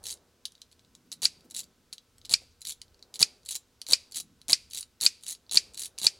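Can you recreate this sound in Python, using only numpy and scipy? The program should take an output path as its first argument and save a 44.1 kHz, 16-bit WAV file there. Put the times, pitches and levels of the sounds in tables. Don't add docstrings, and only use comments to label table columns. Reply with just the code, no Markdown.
import sys
import numpy as np
from scipy import signal
from scipy.fft import rfft, irfft
from scipy.io import wavfile
from scipy.ndimage import uniform_filter1d

SR = 44100
rng = np.random.default_rng(int(sys.argv[2]) if len(sys.argv) > 2 else 0)


def ratio_of_db(decibels):
    return 10 ** (np.asarray(decibels, float) / 20)


def pcm_store(signal):
    levels = np.round(np.clip(np.atleast_2d(signal), -1, 1) * 32767)
    wavfile.write(sys.argv[1], SR, levels.astype(np.int16).T)


N = 272979

# t/s, strike level/dB, rebound level/dB, rebound lag/ms, crack level/dB
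SNAPS = [
    (1.2538, -6, -6.5, 2.0, -11),
    (2.3385, -5, -4, 2.15, -4),
    (3.2271, -5, -4, 2.1, -5),
    (3.9333, -3, -3, 2.0, -6),
    (4.5307, -2.8, -3, 1.95, -7),
    (5.0631, -3, -5, 2.0, -8),
    (5.5719, -2, -5, 1.9, -9),
    (6.0671, -4, -6, 1.85, -9),
]
GRASP_DB = [-8, -1.5, -2, -1.5, -3.8, -6.2, -5.8, -4.8]
LOOSE_GRASP_DB = -13

# f/Hz, level/dB, T60/s
STRIKE_MODES = [(4130, -18, 0.036), (4470, 18, 0.011)]
# f/Hz, level/dB, T60/s
REBOUND_MODES = [(4890, 7, 0.0063), (4600, -16.5, 0.014)]
# f/Hz, level/dB, T60/s
CRACK_MODES = [(6902, -0.5, 0.012), (8080, 11.5, 0.0032), (9600, 12.5, 0.0064), (11300, -27.5, .003),
               (14300, -17, .003)]
# f/Hz, level/dB, T60/s
THUD_MODES = [(130, 5, 0.0065), (260, 0.5, 0.0062), (480, -12, .012), (850, -13, 0.0033)]
# f/Hz, level/dB, T60/s
SHELL_MODES = [(2424, 2, 0.028), (3350, -3.5, 0.0062), (3700, -8.5, 0.054)]
# f/Hz, level/dB per Hz
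BUZZ = [(710, -68.5), (1200, -26.5), (1630, -20), (2820, -14), (3680, -16.5), (4590, -1.5), (6110, -9),
        (8040, -12.5), (10300, -24), (15000, -40)]
# f/Hz, level/dB per Hz
BAY = [(900, -45), (1700, -22), (2200, -11), (2500, -5), (2900, -12), (3500, -11), (4000, -6), (4300, -7),
       (4700, 2), (5100, -6), (5900, -12), (9700, -17), (15000, -35)]

# f/Hz, level/dB, T60/s
BARREL_MODES = [(2400, -19, .006), (3400, -19, .004), (4000, 0, .013), (4430, -1, .013), (5200, -12, .004),
                (6000, -11, .003)]
# f/Hz, level/dB, T60/s
TUMBLER_MODES = [(6970, 2, 0.0027), (7730, -1, 0.0055), (8280, -7, 0.0058), (9610, 1.5, 0.0076),
                 (9810, 1, 0.0018), (12100, -14.5, 0.0025), (14300, -22, .002)]
# t/s, peak level/dB, treble minus mid level/dB
HANDLING = [(0.1729, -53, -10), (0.4542, -22, -13), (0.4594, -34, -13), (0.4801, -52, -15),
            (0.5207, -48, 3), (0.5523, -46, -16), (0.5791, -55, -15), (0.6173, -36, -8), (0.665, -60, -14),
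            (0.7152, -49, -4), (0.7277, -47, -9), (0.7939, -48, -13), (0.848, -56, -12), (0.9512, -41, 3),
            (1.4078, -52, -3), (1.6334, -43, -7), (1.6412, -43, 3), (1.9279, -28, -7), (1.9356, -38, -9),
            (1.9816, -36, -9), (2.1824, -46, 9), (2.8165, -30, -1), (2.881, -55, -12), (2.9448, -50, -13),
            (2.993, -55, -14), (3.0264, -38, -13), (4.8282, -31, -2), (5.3495, -38, -6), (5.8791, -44, 7)]
# t/s, peak level/dB, treble minus mid level/dB
SLACK = [(1.1173, -28, -5), (1.1227, -31, -2), (1.1273, -27, -1), (1.1389, -41, -5), (2.2153, -46, -16),
         (2.2502, -35, -21), (2.255, -35, -3), (2.2646, -48, -11), (3.1409, -33, -3), (3.1571, -30, -5),
         (3.1666, -41, -14), (3.8163, -27, -2), (3.8662, -30, -9), (4.4157, -42, -3), (3.8817, -38, 8),
         (5.0038, -39, -18), (5.2099, -50, -5), (3.4325, -53, -4), (5.4652, -54, -17), (5.4947, -37, -16),
         (5.9794, -33, -11), (5.9861, -26, 4), (5.9948, -36, -1), (6.0001, -33, -3)]
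# first tick t/s, last tick t/s, first level/dB, last level/dB
WINDS = [
    (1.2194, 1.2418, -27, -20),
    (2.2945, 2.3269, -28, -21),
    (3.1928, 3.2193, -25, -18),
    (3.8868, 3.9262, -26, -17),
    (4.4827, 4.522, -24, -17),
    (5.0112, 5.0531, -22, -16),
    (5.5126, 5.5627, -24, -19),
    (6.0158, 6.0568, -27, -19),
]
# catch t/s, release t/s, rattle start t/s, rattle end t/s, effort level/dB
RETURNS = [
    (0.0393, 0.0559, 0.0676, 0.14, -29),
    (1.5098, 1.5473, 1.5644, 1.612, -28),
    (2.6169, 2.6515, 2.6706, 2.7276, -29),
    (3.4601, 3.4879, 3.5088, 3.5672, -28),
    (4.1215, 4.1459, 4.1595, 4.2108, -28),
    (4.7099, 4.7338, 4.7475, 4.812, -29),
    (5.2359, 5.2653, 5.2825, 5.3332, -28),
    (5.7449, 5.7757, 5.7947, 5.8654, -28),
]
# lag t/s, level/dB re effort, treble minus mid level/dB
AT_CATCH = [
    (-.009, -19, 12),
    (0, -6.5, 3),
    (.009, -15, -4),
]
# lag t/s, level/dB re effort, treble minus mid level/dB
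AT_RELEASE = [
    (0, -.6, -2),
    (-.004, -14, 0),
    (.011, -7, -3),
]
WIND_TREBLE_DB, RATTLE_TREBLE_DB, TREBLE_SPREAD_DB = 0, 8, 4.5
RATTLE_FIRST_DB, RATTLE_LAST_DB = 4, -9
UNEVEN_GAP, UNEVEN_DB = .25, 2.2

# f/Hz, level/dB per Hz
PALM = [(40, -31.5), (110, 1.0), (400, -4.5), (900, -5.5), (2000, -15), (5000, -48)]
# t/s, peak level/dB, f/Hz
GRIP = [
    (1.058, -59, 263),
    (1.444, -53, 349),
    (2.246, -55, 4340),
    (2.419, -51.5, 520),
    (2.507, -61, 4600),
    (3.369, -73, 554),
]

# f/Hz, level/dB per Hz
CABIN = [(600, 3.5), (1700, 4), (2450, 3), (3400, 1), (4700, -6.5), (6000, -3), (9600, -11), (15000, -14)]
# f/Hz, level/dB per Hz
HISS = [(590, -35), (1000, -10), (1350, -16), (1480, -7.5), (1690, -14.5), (3120, -13), (3840, -12.5),
        (4960, -12.5), (16000, -24)]
HISS_DB = -72
# f/Hz, level/dB
HUM = [(80.7, -84.5), (247.6, -78), (479.1, -78.5), (1314, -83.5)]
# f/Hz, level/dB per Hz
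RUMBLE = [[(15, -14.5), (45, -6), (85, -1.5), (130, -9.0), (180, -24.5), (400, -47.5)],
          [(60, -50.0), (120, -9.5), (170, -3.5), (260, -3.0), (340, -12.5), (450, -26), (900, -61.5)],
          [(150, -51.5), (280, -6.0), (360, 6.5), (600, 1.0), (1100, -6.5), (1800, -12.5), (4000, -62.0)]]
REST_DB = [-74.5, -77, -77]
# peak t/s, length/s, level/dB over rest
SWELLS = [
    [(0.0, 0.6, 10), (1.33, 0.25, 5), (2.3, .6, 13), (2.8, 1, 9), (3.45, 0.41, 5.2), (4.0, 0.37, 5),
     (4.6, 0.99, 8.6), (5.69, 0.9, 8), (6.19, 0.55, 4.9)],
    [(0.0, 1, 6.5), (1.05, 1, 10.2), (1.55, 1, 10.7), (2.33, .4, 7.1), (3.28, 0.56, 6.3),
     (4.27, 0.52, 13.6), (4.65, .4, 5), (5.69, 0.52, 7)],
    [(0.0, 1, 13.8), (1.5, 0.82, 8), (2.35, 0.35, 9), (3.2, 1, 11), (4.05, 0.55, 6.5), (4.5, 0.23, 2.4),
     (5.69, 0.81, 10.9), (6.15, 0.84, 10)],
]
# f/Hz, level/dB
SIDE_COLOUR = [(20, -2.5), (200, -1), (1000, 3), (3000, -11), (5000, -16), (9000, -9), (16000, -5)]
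# f/Hz, level/dB per Hz
SIDE_HISS = [(20, 2.5), (200, -24), (1000, -20), (4000, -20.0), (16000, -17)]


def colour(x, points):
    hz, db = np.transpose(points)
    f = np.arange(len(x) // 2 + 1) * SR / len(x) + 1
    return irfft(rfft(x) * ratio_of_db(np.interp(np.log(f), np.log(hz), db)), len(x))


def level(x, db):
    return x * ratio_of_db(db) / np.sqrt(np.mean(x ** 2))


def peak(x, db):
    return x * ratio_of_db(db) / np.abs(x).max()


def add(track, s, x):
    i = int(s * SR)
    track[i:i + len(x)] += x[:N - i]


def walk(rate):
    k = int(SR / rate)
    steps = np.repeat(rng.standard_normal(N // k + 1), k)
    return 1.15 * uniform_filter1d(uniform_filter1d(steps, k), k)[:N]


def band(x, cutoff_hz, kind):
    return signal.sosfilt(signal.butter(2, cutoff_hz, kind, fs=SR, output="sos"), x)


def ring(modes, luck, spread_db, detune, longest_s, size=1000):
    hz, db, t60 = np.transpose(modes)[:, :, None]
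    t, k = np.arange(size) / SR, len(modes)
    hz = hz * (1 + detune * luck[:k, None])
    gain = ratio_of_db(db + spread_db * luck[k:2 * k, None])
    fade = ratio_of_db(-60 * t / np.minimum(t60, longest_s))
    return (gain * np.sin(2 * np.pi * hz * t) * fade).sum(0)


def workshop():
    out, t = np.zeros(N), np.arange(N) / SR
    for hz, db in HUM:
        out += ratio_of_db(db - 1.5 + 0.53 * walk(9)) * np.sin(2 * np.pi * hz * t)
    for shape, rest_db, swells in zip(RUMBLE, REST_DB, SWELLS):
        db = np.full(N, float(rest_db))
        for s, length, gain_db in swells:
            db += gain_db * np.cos(np.pi * np.clip((t - s) / length, -.5, .5)) ** 2
        rumble = level(colour(rng.standard_normal(N), shape), 0)
        out += rumble * ratio_of_db(db + 0.67 * walk(8.1))
    return out + level(colour(rng.standard_normal(N), HISS), HISS_DB)


def run_of_ticks(first_s, last_s, first_db, last_db, treble_db, count):
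    gap, size, tone = rng.standard_normal((count, 3)).T
    along = np.cumsum(np.exp(UNEVEN_GAP * gap))
    along = (along - along[0]) / (along[-1] - along[0])
    s = first_s + along * (last_s - first_s)
    db = first_db + along * (last_db - first_db) + UNEVEN_DB * size
    return np.transpose([s, db, treble_db + TREBLE_SPREAD_DB * tone])


def turns():
    rows = [np.array(HANDLING), np.array(SLACK)]
    rows += [run_of_ticks(*wind, WIND_TREBLE_DB, count=6) for wind in WINDS]
    for catch_s, release_s, from_s, to_s, db in RETURNS:
        rattle = run_of_ticks(from_s, to_s, db, db, RATTLE_TREBLE_DB, count=9)
        rattle[[0, -1], 1] = db + RATTLE_FIRST_DB, db + RATTLE_LAST_DB
        rows.append(np.array(AT_CATCH) + (catch_s, db, 0))
        rows.append(np.array(AT_RELEASE) + (release_s, db, 0))
        rows.append(rattle)
    return np.concatenate(rows)


def ticks(hits):
    out, taps, t = np.zeros(N), np.zeros(N), np.arange(260) / SR
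    luck = rng.standard_normal((len(hits), 560))
    contact = np.minimum(t / .0005, 1) * ratio_of_db(-60 * t / .009)
    for k, ((s, db, bright_db), row) in enumerate(zip(hits, luck)):
        loose = k < len(HANDLING) + len(SLACK)
        low_contact, high_contact = contact * row[40:300], contact * row[300:]
        if loose:
            add(taps, s, peak(low_contact, db - 13))
            bright_db = bright_db - 3.5
        low = ring(BARREL_MODES, row, 2, .015, .005 if loose else .013, size=500)
        high = ring(TUMBLER_MODES, row[12:], 3, .04, .004, size=500)
        low, high = np.convolve(low, low_contact), np.convolve(high, high_contact)
        add(out, s - .0004, peak(level(low, 0) + level(high, bright_db - 0.5), db + 4.5))
    return out, band(taps, 1200, "low")


def grasp(s):
    db = np.full(len(s), float(LOOSE_GRASP_DB))
    for wind, snap, firm_db in zip(WINDS, SNAPS, GRASP_DB):
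        db[(s >= wind[0]) & (s <= snap[0])] = firm_db
    return db


def rubbing(hits):
    contacts = [tuple(tick[:2]) for tick in hits] + [(snap[0], -20) for snap in SNAPS]
    s, db = np.transpose(sorted(contacts))
    pressure = np.zeros(N)
    for a, b, before_db, after_db in zip(s, s[1:], db, db[1:]):
        if b - a < .017:
            push_db = .75 * before_db + .25 * after_db - 11.5 - 450 * (b - a)
            pressure[int(a * SR):int(b * SR)] = ratio_of_db(push_db)
    grit = rng.standard_normal(N) * ratio_of_db(4.5 * walk(500)) * uniform_filter1d(pressure, 90)
    still = np.zeros(40)
    body = ring(BARREL_MODES, still, 0, 0, .013) + ratio_of_db(5) * ring(TUMBLER_MODES, still, 0, 0, .004)
    grind = signal.fftconvolve(grit, body / np.sqrt(np.sum(body ** 2)))[:N]
    skin = level(colour(rng.standard_normal(N), PALM), -2.5)
    effort = np.abs(uniform_filter1d(pressure, 300)) ** 1.186
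    creak = skin * ratio_of_db(3.2 * walk(160) + grasp(np.arange(N) / SR)) * effort
    return grind, creak


def cabin(x):
    t = np.arange(int(.4 * SR)) / SR
    onset = np.clip((t - .0025) / 0.0013, 0, 1)
    early = rng.standard_normal(len(t)) * ratio_of_db(-32 - 60 * t / 0.089)
    late = level(colour(rng.standard_normal(len(t)), CABIN), -54.0) * ratio_of_db(-60 * t / 0.31)
    return signal.fftconvolve(x, onset * (early + late))[:N]


def grip():
    out, t = np.zeros(N), np.arange(900) / SR
    for (s, db, hz), noise in zip(GRIP, rng.standard_normal((len(GRIP), len(t)))):
        shape = [(hz / 4, -30), (hz / 1.1, -3), (hz, 0), (hz * 2.7, -3), (hz * 1.5, -30)]
        add(out, s, peak(colour(noise, shape) * ratio_of_db(-60 * t / 0.27), db))
    return out


def snaps():
    out, thumps = np.zeros(N), np.zeros(N)
    luck = rng.standard_normal((len(SNAPS), 60))
    t = np.arange(36) / SR
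    landing = np.sin(2 * np.pi * 4250 * t) * ratio_of_db(-9 * t / 0.00035)
    bounce = np.hanning(len(t)) * np.sin(2 * np.pi * 4700 * t)
    chatter = np.zeros(40)
    chatter[[0, 11, 32]] = 1, .8, .7
    after = np.arange(int(.35 * SR)) / SR
    swell = np.clip(after / 0.0016, 0, 1)
    jolt_s = 0.00045
    knock = np.gradient(np.exp(-(np.arange(-80, 80) / SR / jolt_s) ** 2))
    for (s, strike_db, rebound_db, lag_ms, crack_db), row, firm_db in zip(SNAPS, luck, GRASP_DB):
        strike = ring(STRIKE_MODES, row, 1.5, .01, .012)
        rebound = ring(REBOUND_MODES, row[4:], 1.5, .01, .012)
        crack = ring(CRACK_MODES, row[14:], 2.5, .03, .005)
        thud = ring(THUD_MODES, row[24:], 2.5, .06, .03)
        shell = ring(SHELL_MODES, row[32:], 2, .015, .03)
        shell *= np.minimum(np.arange(len(shell)) / 50, 1)
        buzz = level(colour(rng.standard_normal(len(after)), BUZZ), strike_db - 16.0)
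        bay = level(colour(rng.standard_normal(len(after)), BAY), strike_db - 40)
        tail = buzz * ratio_of_db(-60 * after / 0.072) + bay * ratio_of_db(-60 * after / 0.39)
        add(thumps, s - .001, peak(knock, strike_db - 26.5 + firm_db))
        add(thumps, s, thud * ratio_of_db(strike_db - 40.0))
        add(out, s, peak(np.convolve(strike, landing), strike_db + .2))
        add(out, s + lag_ms / 1000, peak(np.convolve(rebound, bounce), rebound_db + .7))
        add(out, s, peak(np.convolve(crack, chatter), crack_db))
        add(out, s + 0.0017, shell * ratio_of_db(strike_db - 17.5 + 0.54 * firm_db))
        add(out, s + .001, swell * tail)
    return band(out, (1400, 13500), "band") + thumps


def scene():
    hits = turns()
    grind, palm = rubbing(hits)
    clicks, taps = ticks(hits)
    tumblers = band(clicks + grind, (3100, 14000), "band")
    small = tumblers + palm + taps + grip()
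    mid = small + cabin(small) + band(snaps(), 100, "high") + workshop()
    side_colour = level(colour(rng.standard_normal(512), SIDE_COLOUR), 0)
    side = ratio_of_db(-24) * signal.fftconvolve(mid, side_colour / np.sqrt(len(side_colour)))[:N]
    side += level(colour(rng.standard_normal(N), SIDE_HISS), -81)
    return np.array([mid + side, mid - side])


def band_limit(x):
    return signal.sosfilt(signal.butter(12, 16970, fs=SR, output="sos"), x)


def record(dry):
    top_hz = 15900
    mix = signal.sosfilt(signal.ellip(8, .3, 50, top_hz, fs=SR, output="sos"), dry)
    return band_limit(mix)


dry = scene()
out = record(dry)
pcm_store(out)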